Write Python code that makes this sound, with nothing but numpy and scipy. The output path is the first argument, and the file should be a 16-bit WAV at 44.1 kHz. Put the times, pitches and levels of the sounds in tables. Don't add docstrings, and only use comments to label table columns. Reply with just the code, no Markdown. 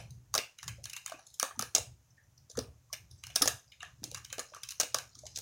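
import sys
import numpy as np
from scipy import signal
from scipy.fft import rfft, irfft
from scipy.io import wavfile
from scipy.ndimage import uniform_filter1d

SR = 44100
rng = np.random.default_rng(int(sys.argv[2]) if len(sys.argv) > 2 else 0)


def master_out(mix):
    frames = np.transpose(np.atleast_2d(mix))
    ceiling = np.clip(frames, -1, 1)
    pcm = np.round(ceiling * 32767).astype(np.int16)
    wavfile.write(sys.argv[1], SR, pcm)


N = 238800
LEAD = 4410
RING_SAMPLES, SLIP_SAMPLES = 2048, 700
SNAP_SAMPLES = RING_SAMPLES + SLIP_SAMPLES - 1

# frequency in Hz, damping in Hz (decay rate over 2 pi), level in dB within its band.
RING_MODES = [
    [(290, 32, -5), (498, 23, 3.5), (655, 160, 15)],
    [(1030, 120, -2), (1195, 100, 8), (1635, 130, 4.5)],
    [(2433, 420, 3), (2905, 130, 4), (3790, 100, 6)],
    [(4320, 300, -6.5), (5266, 620, -2.5), (6125, 906, 5.5), (6640, 1300, -15)],
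    [(9710, 1200, 2.5), (11250, 1600, -4.5), (13800, 1500, -5.5)],
]


def amp(db):
    return 10 ** (np.asarray(db) / 20)


def evened(x):
    return x / np.sqrt(np.mean(x ** 2) + 1e-20)


def read(points, hz):
    f, value = np.transpose(points)
    return np.interp(np.log(hz + 1), np.log(f + 1), value)


def coloured(points):
    hz = np.fft.rfftfreq(N, 1 / SR)
    spectrum = rfft(rng.standard_normal(N)) * amp(read(points, hz))
    return evened(irfft(spectrum, N))


def ring(modes, detune):
    t = np.arange(RING_SAMPLES) / SR
    total = np.zeros(RING_SAMPLES)
    for (hz, damping, db), factor in zip(modes, detune):
        envelope = np.sqrt(damping) ** 3 * t * np.exp(-2 * np.pi * damping * t)
        total += amp(db) * envelope * np.sin(2 * np.pi * hz * factor * t)
    return total


def crease_slips(grit_db=9.5):
    decay_ms, decay_spread_db = 3.0972, 4
    t_ms = np.arange(SLIP_SAMPLES) / SR * 1000
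    decay_ms = decay_ms * amp(decay_spread_db * rng.standard_normal())
    slips = rng.standard_normal(SLIP_SAMPLES) * amp(grit_db * rng.standard_normal(SLIP_SAMPLES))
    slips *= np.exp(-t_ms / decay_ms)
    slips *= 1 + 0.31 * np.exp(-t_ms / 0.069)
    return slips * np.clip(t_ms / 1.2, 0, 1)


def snap(s, energy_db, ball_db, film_db, film_hz, detune_spread=0.049):
    # time in seconds, level in dB against 4-8 kHz.
    treble_share = [(0, -3), (.35, -7.5), (.6, -7), (1.0, -4.5), (1.6, -3.5), (1.74, -9.5), (2.5, -8),
                    (3.4, -4), (3.6, -9.5), (4.2, -7), (4.7, -5.5), (5.0, -8), (5.36, -14.5), (5.39, -2)]
    treble_per_db = 0.02
    film_slope = -12.5
    slips = crease_slips()
    film_modes = [(hz, damping, db + film_slope * abs(np.log2(hz / film_hz)))
                  for hz, damping, db in RING_MODES[1] + RING_MODES[2]]
    treble_db = np.interp(s, *np.transpose(treble_share)) + treble_per_db * energy_db
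    bands = (RING_MODES[0], film_modes, RING_MODES[3], RING_MODES[4])
    shares_db = (ball_db, film_db, 0, treble_db)
    out = np.zeros((2, SNAP_SAMPLES))
    for k, (modes, share_db) in enumerate(zip(bands, shares_db)):
        body = ring(modes, 1 + detune_spread * rng.standard_normal(len(modes)))
        driven = signal.fftconvolve(slips, body)
        level = amp(energy_db + share_db)
        out[0] += level * driven / np.linalg.norm(driven)
        start = 30 * k
        out[1, start:start + RING_SAMPLES] += level * body / np.linalg.norm(body)
    return out


def film():
    # start in seconds, energy in dB at 4-8 kHz, ball ring in dB against it,
    # film ring in dB against it, film pitch in Hz.
    creases = [(-.06, -9, 4, -1.5, 2220), (0.1053, -29, -58, -17.5, 1700), (0.34, -4, -28, -4.5, 1200),
               (0.3495, -0.5, -8.5, -7.5, 1226), (.378, -1.5, -11.5, -8, 2760), (0.3862, -17, 2, 4.5, 2700),
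               (0.585, -26.5, -53, 1.5, 2770), (0.6284, -18.5, -42, -4, 1390),
               (0.6784, -11.5, -51, -6.5, 2160), (0.8394, -17.5, -34, -14, 2400),
               (.8547, -15.5, -32, -8.5, 2260), (.8967, -19.5, -42, -6, 2880), (.932, -18, -32, -1.5, 2640),
               (0.9632, -15.5, -35, -4, 2720), (1.0608, -11.5, -47, -10, 2520),
               (1.078, -24, -16, -0.5, 1480), (1.097, -23.5, -27, -0.5, 2060), (1.12, -27, -13, 8.5, 1280),
               (1.14, -54, 15, 23.5, 1990), (1.1895, -33, -12, -1, 1680), (1.2668, -27, -16, -34, 2500),
               (1.301, -35.5, -19, -27, 1314), (1.3406, -26, -45, -32, 1710),
               (1.3974, -3, -60, -10.5, 1993), (1.4271, -2, -7, -4, 1330), (1.507, -49.5, 17, 28.5, 1090),
               (1.5924, -6, -12, -5, 1200), (1.61, -16, -15.5, -7, 2600), (1.6229, -10, -10.5, -6.5, 1600),
               (1.7494, 7, -18.5, -19, 2747), (1.7594, -5.5, -7.5, -11.5, 1200),
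               (1.7813, -7, -5.5, -24, 2900), (2.168, -41.5, -20, -13, 2330),
               (2.3773, -31.5, -32.5, -32, 2600), (2.4987, -23.5, -39, -16.5, 1660),
               (2.5134, -27, -22, -15, 2900), (2.5518, -31.5, -13, 0.5, 1204),
               (2.5722, -15.5, -7, -6.5, 1480), (2.5886, -9.5, -8, -12, 1110),
               (2.9282, -9.5, -39, -8.5, 2450), (3.112, -29.5, -22, -18.5, 1600),
               (3.2368, -21, -29.5, 0.5, 2800), (3.2674, -21, -46, -10, 2060), (3.2995, -31, -23, 4, 2536),
               (3.3506, -30, -12, -7, 1300), (3.3576, 3, -17, -15.5, 1900), (3.412, -31.5, 17.5, 9, 1100),
               (3.419, 5, -15.5, -9.5, 1362), (3.4233, -4, -23, -19, 3000), (3.456, -7, -3, -12, 2830),
               (3.4751, 1.5, -11.5, -8.5, 1500), (3.48, -3, -32, -23, 1370), (3.7181, -30.5, -23, 2, 2480),
               (3.8034, -31.5, -35, 10.5, 3070), (3.818, -31.5, -15, 2, 1200),
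               (3.828, -23.5, -38, 6.5, 1490), (3.8466, -44.5, -3, 16, 2850), (4.031, -32, 2, -1, 2180),
               (4.0397, -10.5, -19.5, -29, 2900), (4.1137, -20, -15, -14, 2800),
               (4.1454, -12.5, -25, -7.5, 2100), (4.1582, -30.5, -24, 2, 1280),
               (4.1712, -22, -23, -1.5, 1350), (4.2465, -20, -28, -7, 2920),
               (4.3008, -28.5, -21, 1.5, 2850), (4.3264, -12.5, -29, -5.5, 1970),
               (4.3816, -19.5, 3, -0.5, 2270), (4.3925, -9, -10.5, -7.5, 1420),
               (4.5351, -35, -39, 11.5, 1400), (4.5465, -24, -25, 0, 1310), (4.5636, -35, 3, 11.5, 1380),
               (4.633, -14.5, -41, -7.5, 2500), (4.6871, -15, -44, -11, 2930),
               (4.7064, -14.5, -38, -13, 2880), (4.7198, -21, -47, -7, 2980),
               (4.799, 3, -14.5, -12.5, 1990), (4.811, -4.5, -17.5, -12.5, 1430),
               (4.8313, -11.5, -4, -7, 2540), (4.944, 0, -9, -7.5, 1330), (4.985, -12.5, -21, -5.5, 1840),
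               (5.1518, -26.5, -17, -11, 1500), (5.1888, -23.5, -50, -33, 1800),
               (5.2542, -27, -5.5, -19.5, 2600), (5.2653, -18, -17.5, -13.5, 2920),
               (5.3496, -36, -50, -30, 2220), (5.3585, -10, -40, -57, 2300),
               (5.3731, -13, -19.5, -20.5, 1880), (5.3857, -14, -17.5, -36, 2600)]
    out = np.zeros((2, N + LEAD + 3000))
    for s, *settings in creases:
        at = max(round(s * SR) + LEAD, 0)
        out[:, at:at + SNAP_SAMPLES] += snap(s, *settings)
    return out[:, :N + LEAD]


def knocks_and_blips():
    # start in seconds, direct peak level in dB, pitch in Hz.
    short_tones = [(.783, -54, 551), (.854, -59, 665), (1.095, -52, 750), (1.119, -36.5, 663),
                   (1.141, -52, 304), (1.19, -50.5, 760), (1.555, -53.5, 900), (1.576, -46.5, 240),
                   (1.599, -40, 216), (1.626, -46.5, 464), (2.103, -59, 6000), (2.105, -62.5, 5340),
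                   (2.167, -65, 2320), (2.179, -57.5, 1805), (2.198, -64, 1720), (2.235, -59.5, 5900),
                   (2.499, -56.5, 484), (2.579, -26, 468), (2.582, -31.5, 262), (2.901, -58, 1100),
                   (2.93, -47, 646), (3.298, -57, 720), (3.422, -32, 300), (3.83, -48, 736),
                   (3.834, -58, 1120), (4.02, -45.5, 242), (4.044, -49.5, 324), (4.076, -53, 303),
                   (4.12, -50, 510), (4.325, -49, 543), (4.521, -52, 600), (5.168, -61, 280),
                   (5.235, -45, 610)]
    damping_hz = 50.4
    out = np.zeros(N + LEAD + RING_SAMPLES)
    for s, db, hz in short_tones:
        tone = ring([(hz, damping_hz, 0)], [1])
        at = round(s * SR) + LEAD
        out[at:at + RING_SAMPLES] += amp(db) * tone / abs(tone).max()
    return out[:N + LEAD]


def rustle(size_db=2.5):
    # time in seconds, direct level in dB.
    creep_level = [(0.0, -57.5), (0.18, -78.5), (0.41, -82.5), (0.51, -64), (0.96, -63), (1.75, -67),
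                   (1.94, -70), (2.2, -94), (2.88, -70), (3.28, -63.5), (3.39, -63.5), (3.84, -65.5),
                   (4.1, -64), (4.22, -64), (4.65, -60), (4.79, -64), (5.2, -62.5), (5.41, -56.5)]
    ticks_per_s = 670
    t = (np.arange(N + LEAD) - LEAD) / SR
    happens = rng.random(len(t)) < ticks_per_s / SR
    ticks = happens * amp(size_db * np.minimum(rng.exponential(1, len(t)), 4))
    ticks *= rng.choice([-1., 1.], len(t))
    ringing = signal.fftconvolve(ticks, ring(RING_MODES[3], np.ones(4)))[:len(t)]
    return amp(np.interp(t, *np.transpose(creep_level))) * evened(ringing)


def room(x, gap_ms=9.7, count=3):
    # frequency in Hz, time to fall by 60 dB in seconds.
    decay_times = [(200, 0.14), (530, 0.3), (1400, 0.22), (3700, 0.24), (9700, 0.25), (16000, 0.2)]
    # frequency in Hz, reverberant energy in dB against direct.
    reverberant_db = [(200, -5.5), (800, -12), (2500, 2.5), (4200, -9.5), (6300, -13), (11000, -10.5),
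                      (15500, -6.5)]
    turn_hz = 3
    t, out = np.arange(len(x)) / SR, np.zeros(len(x))
    for k in range(count):
        taps = rng.choice([-1., 1.], SR // 2)
        hz, frames, z = signal.stft(taps, SR, nperseg=128)
        strength = amp(read(reverberant_db, hz))
        z = z * amp(-60 * frames / read(decay_times, hz)[:, None])
        z *= (strength / np.linalg.norm(z, axis=1))[:, None]
        tail = signal.istft(z, SR, nperseg=128)[1]
        tail_ms = np.arange(len(tail)) / SR * 1000
        tail *= np.clip(tail_ms / gap_ms, 0, 1) ** 2
        tail *= np.sqrt(np.mean(strength ** 2)) / np.linalg.norm(tail)
        window = np.sqrt(2 / count) * np.cos(2 * np.pi * turn_hz * t + k * np.pi / count)
        out += signal.fftconvolve(x * window, tail)[:len(x)]
    return out


def background():
    # time in seconds, level in dB ahead of the flutter.
    surge_level = [(0.0, -49.5), (0.32, -58), (0.56, -85), (0.68, -45.5), (1.01, -70.5), (1.52, -77),
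                   (1.6, -53.5), (1.75, -65.5), (1.81, -49), (2.08, -69.5), (2.54, -65), (2.58, -49),
                   (2.91, -70), (3.04, -57.5), (3.37, -61), (3.46, -47), (3.63, -73.5), (4.16, -53.5),
                   (4.38, -69), (4.93, -70.5), (4.97, -49.5), (5.12, -73.5), (5.17, -59), (5.41, -62)]
    # frequency in Hz, relative density in dB per Hz.
    rumble_colour = [(12, -15), (20, -22.5), (40, -13.5), (60, 6.5), (113, 7), (140, 4), (210, -13.5),
                     (260, -29), (340, -60), (570, -120)]
    # frequency in Hz, relative density in dB per Hz.
    hiss_colour = [(120, -17.5), (250, -10.5), (600, -5), (1500, -9.5), (4300, -15), (5300, -11),
                   (6500, -5.5), (8000, -15.5), (16000, -18.5)]
    hum_hz, hum_db = 119.6, -5
    flutter_db, hiss_db = 2.63, -61
    t = np.arange(N) / SR
    hum = amp(hum_db) * np.sqrt(2) * np.sin(2 * np.pi * hum_hz * t)
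    flutter = evened(sum(np.sin(2 * np.pi * (f * t + rng.random())) for f in np.geomspace(2.5, 9.0, 12)))
    level_db = np.interp(t, *np.transpose(surge_level)) + flutter_db * flutter
    lows = amp(level_db) * evened(coloured(rumble_colour) + hum)
    return lows + amp(hiss_db) * coloured(hiss_colour)


def suppress(x):
    shut_db, open_over_db, open_span_db, closing_db_per_s = -14, 6, 2.5, 128.5
    hz, t, z = signal.stft(x, SR, nperseg=512, noverlap=384)
    power = uniform_filter1d(abs(z) ** 2, size=5, axis=0)
    power = uniform_filter1d(power, size=3, axis=1)
    power_db = 10 * np.log10(power + 1e-16)
    quiet_db = np.percentile(power_db, 15, axis=1, keepdims=True)
    over_db = power_db - quiet_db - open_over_db
    gain_db = shut_db * (1 - np.clip(over_db / open_span_db, 0, 1))
    closing_db = closing_db_per_s * t
    gain_db = np.maximum.accumulate(gain_db + closing_db, axis=1) - closing_db
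    gain_db[hz < 200] = 0
    return signal.istft(z * amp(gain_db), SR, nperseg=512, noverlap=384)[1][:N]


def scene():
    direct, all_round = film() + knocks_and_blips() + rustle()
    foreground = (direct + room(all_round))[LEAD:]
    return (foreground + background())[None]


def record(dry):
    edge_hz = 16100
    lowpass = signal.firwin(255, edge_hz, window=("kaiser", 8), fs=SR)
    return signal.oaconvolve(suppress(dry[0])[None], lowpass[None], "same")


dry = scene()
out = record(dry)
master_out(out)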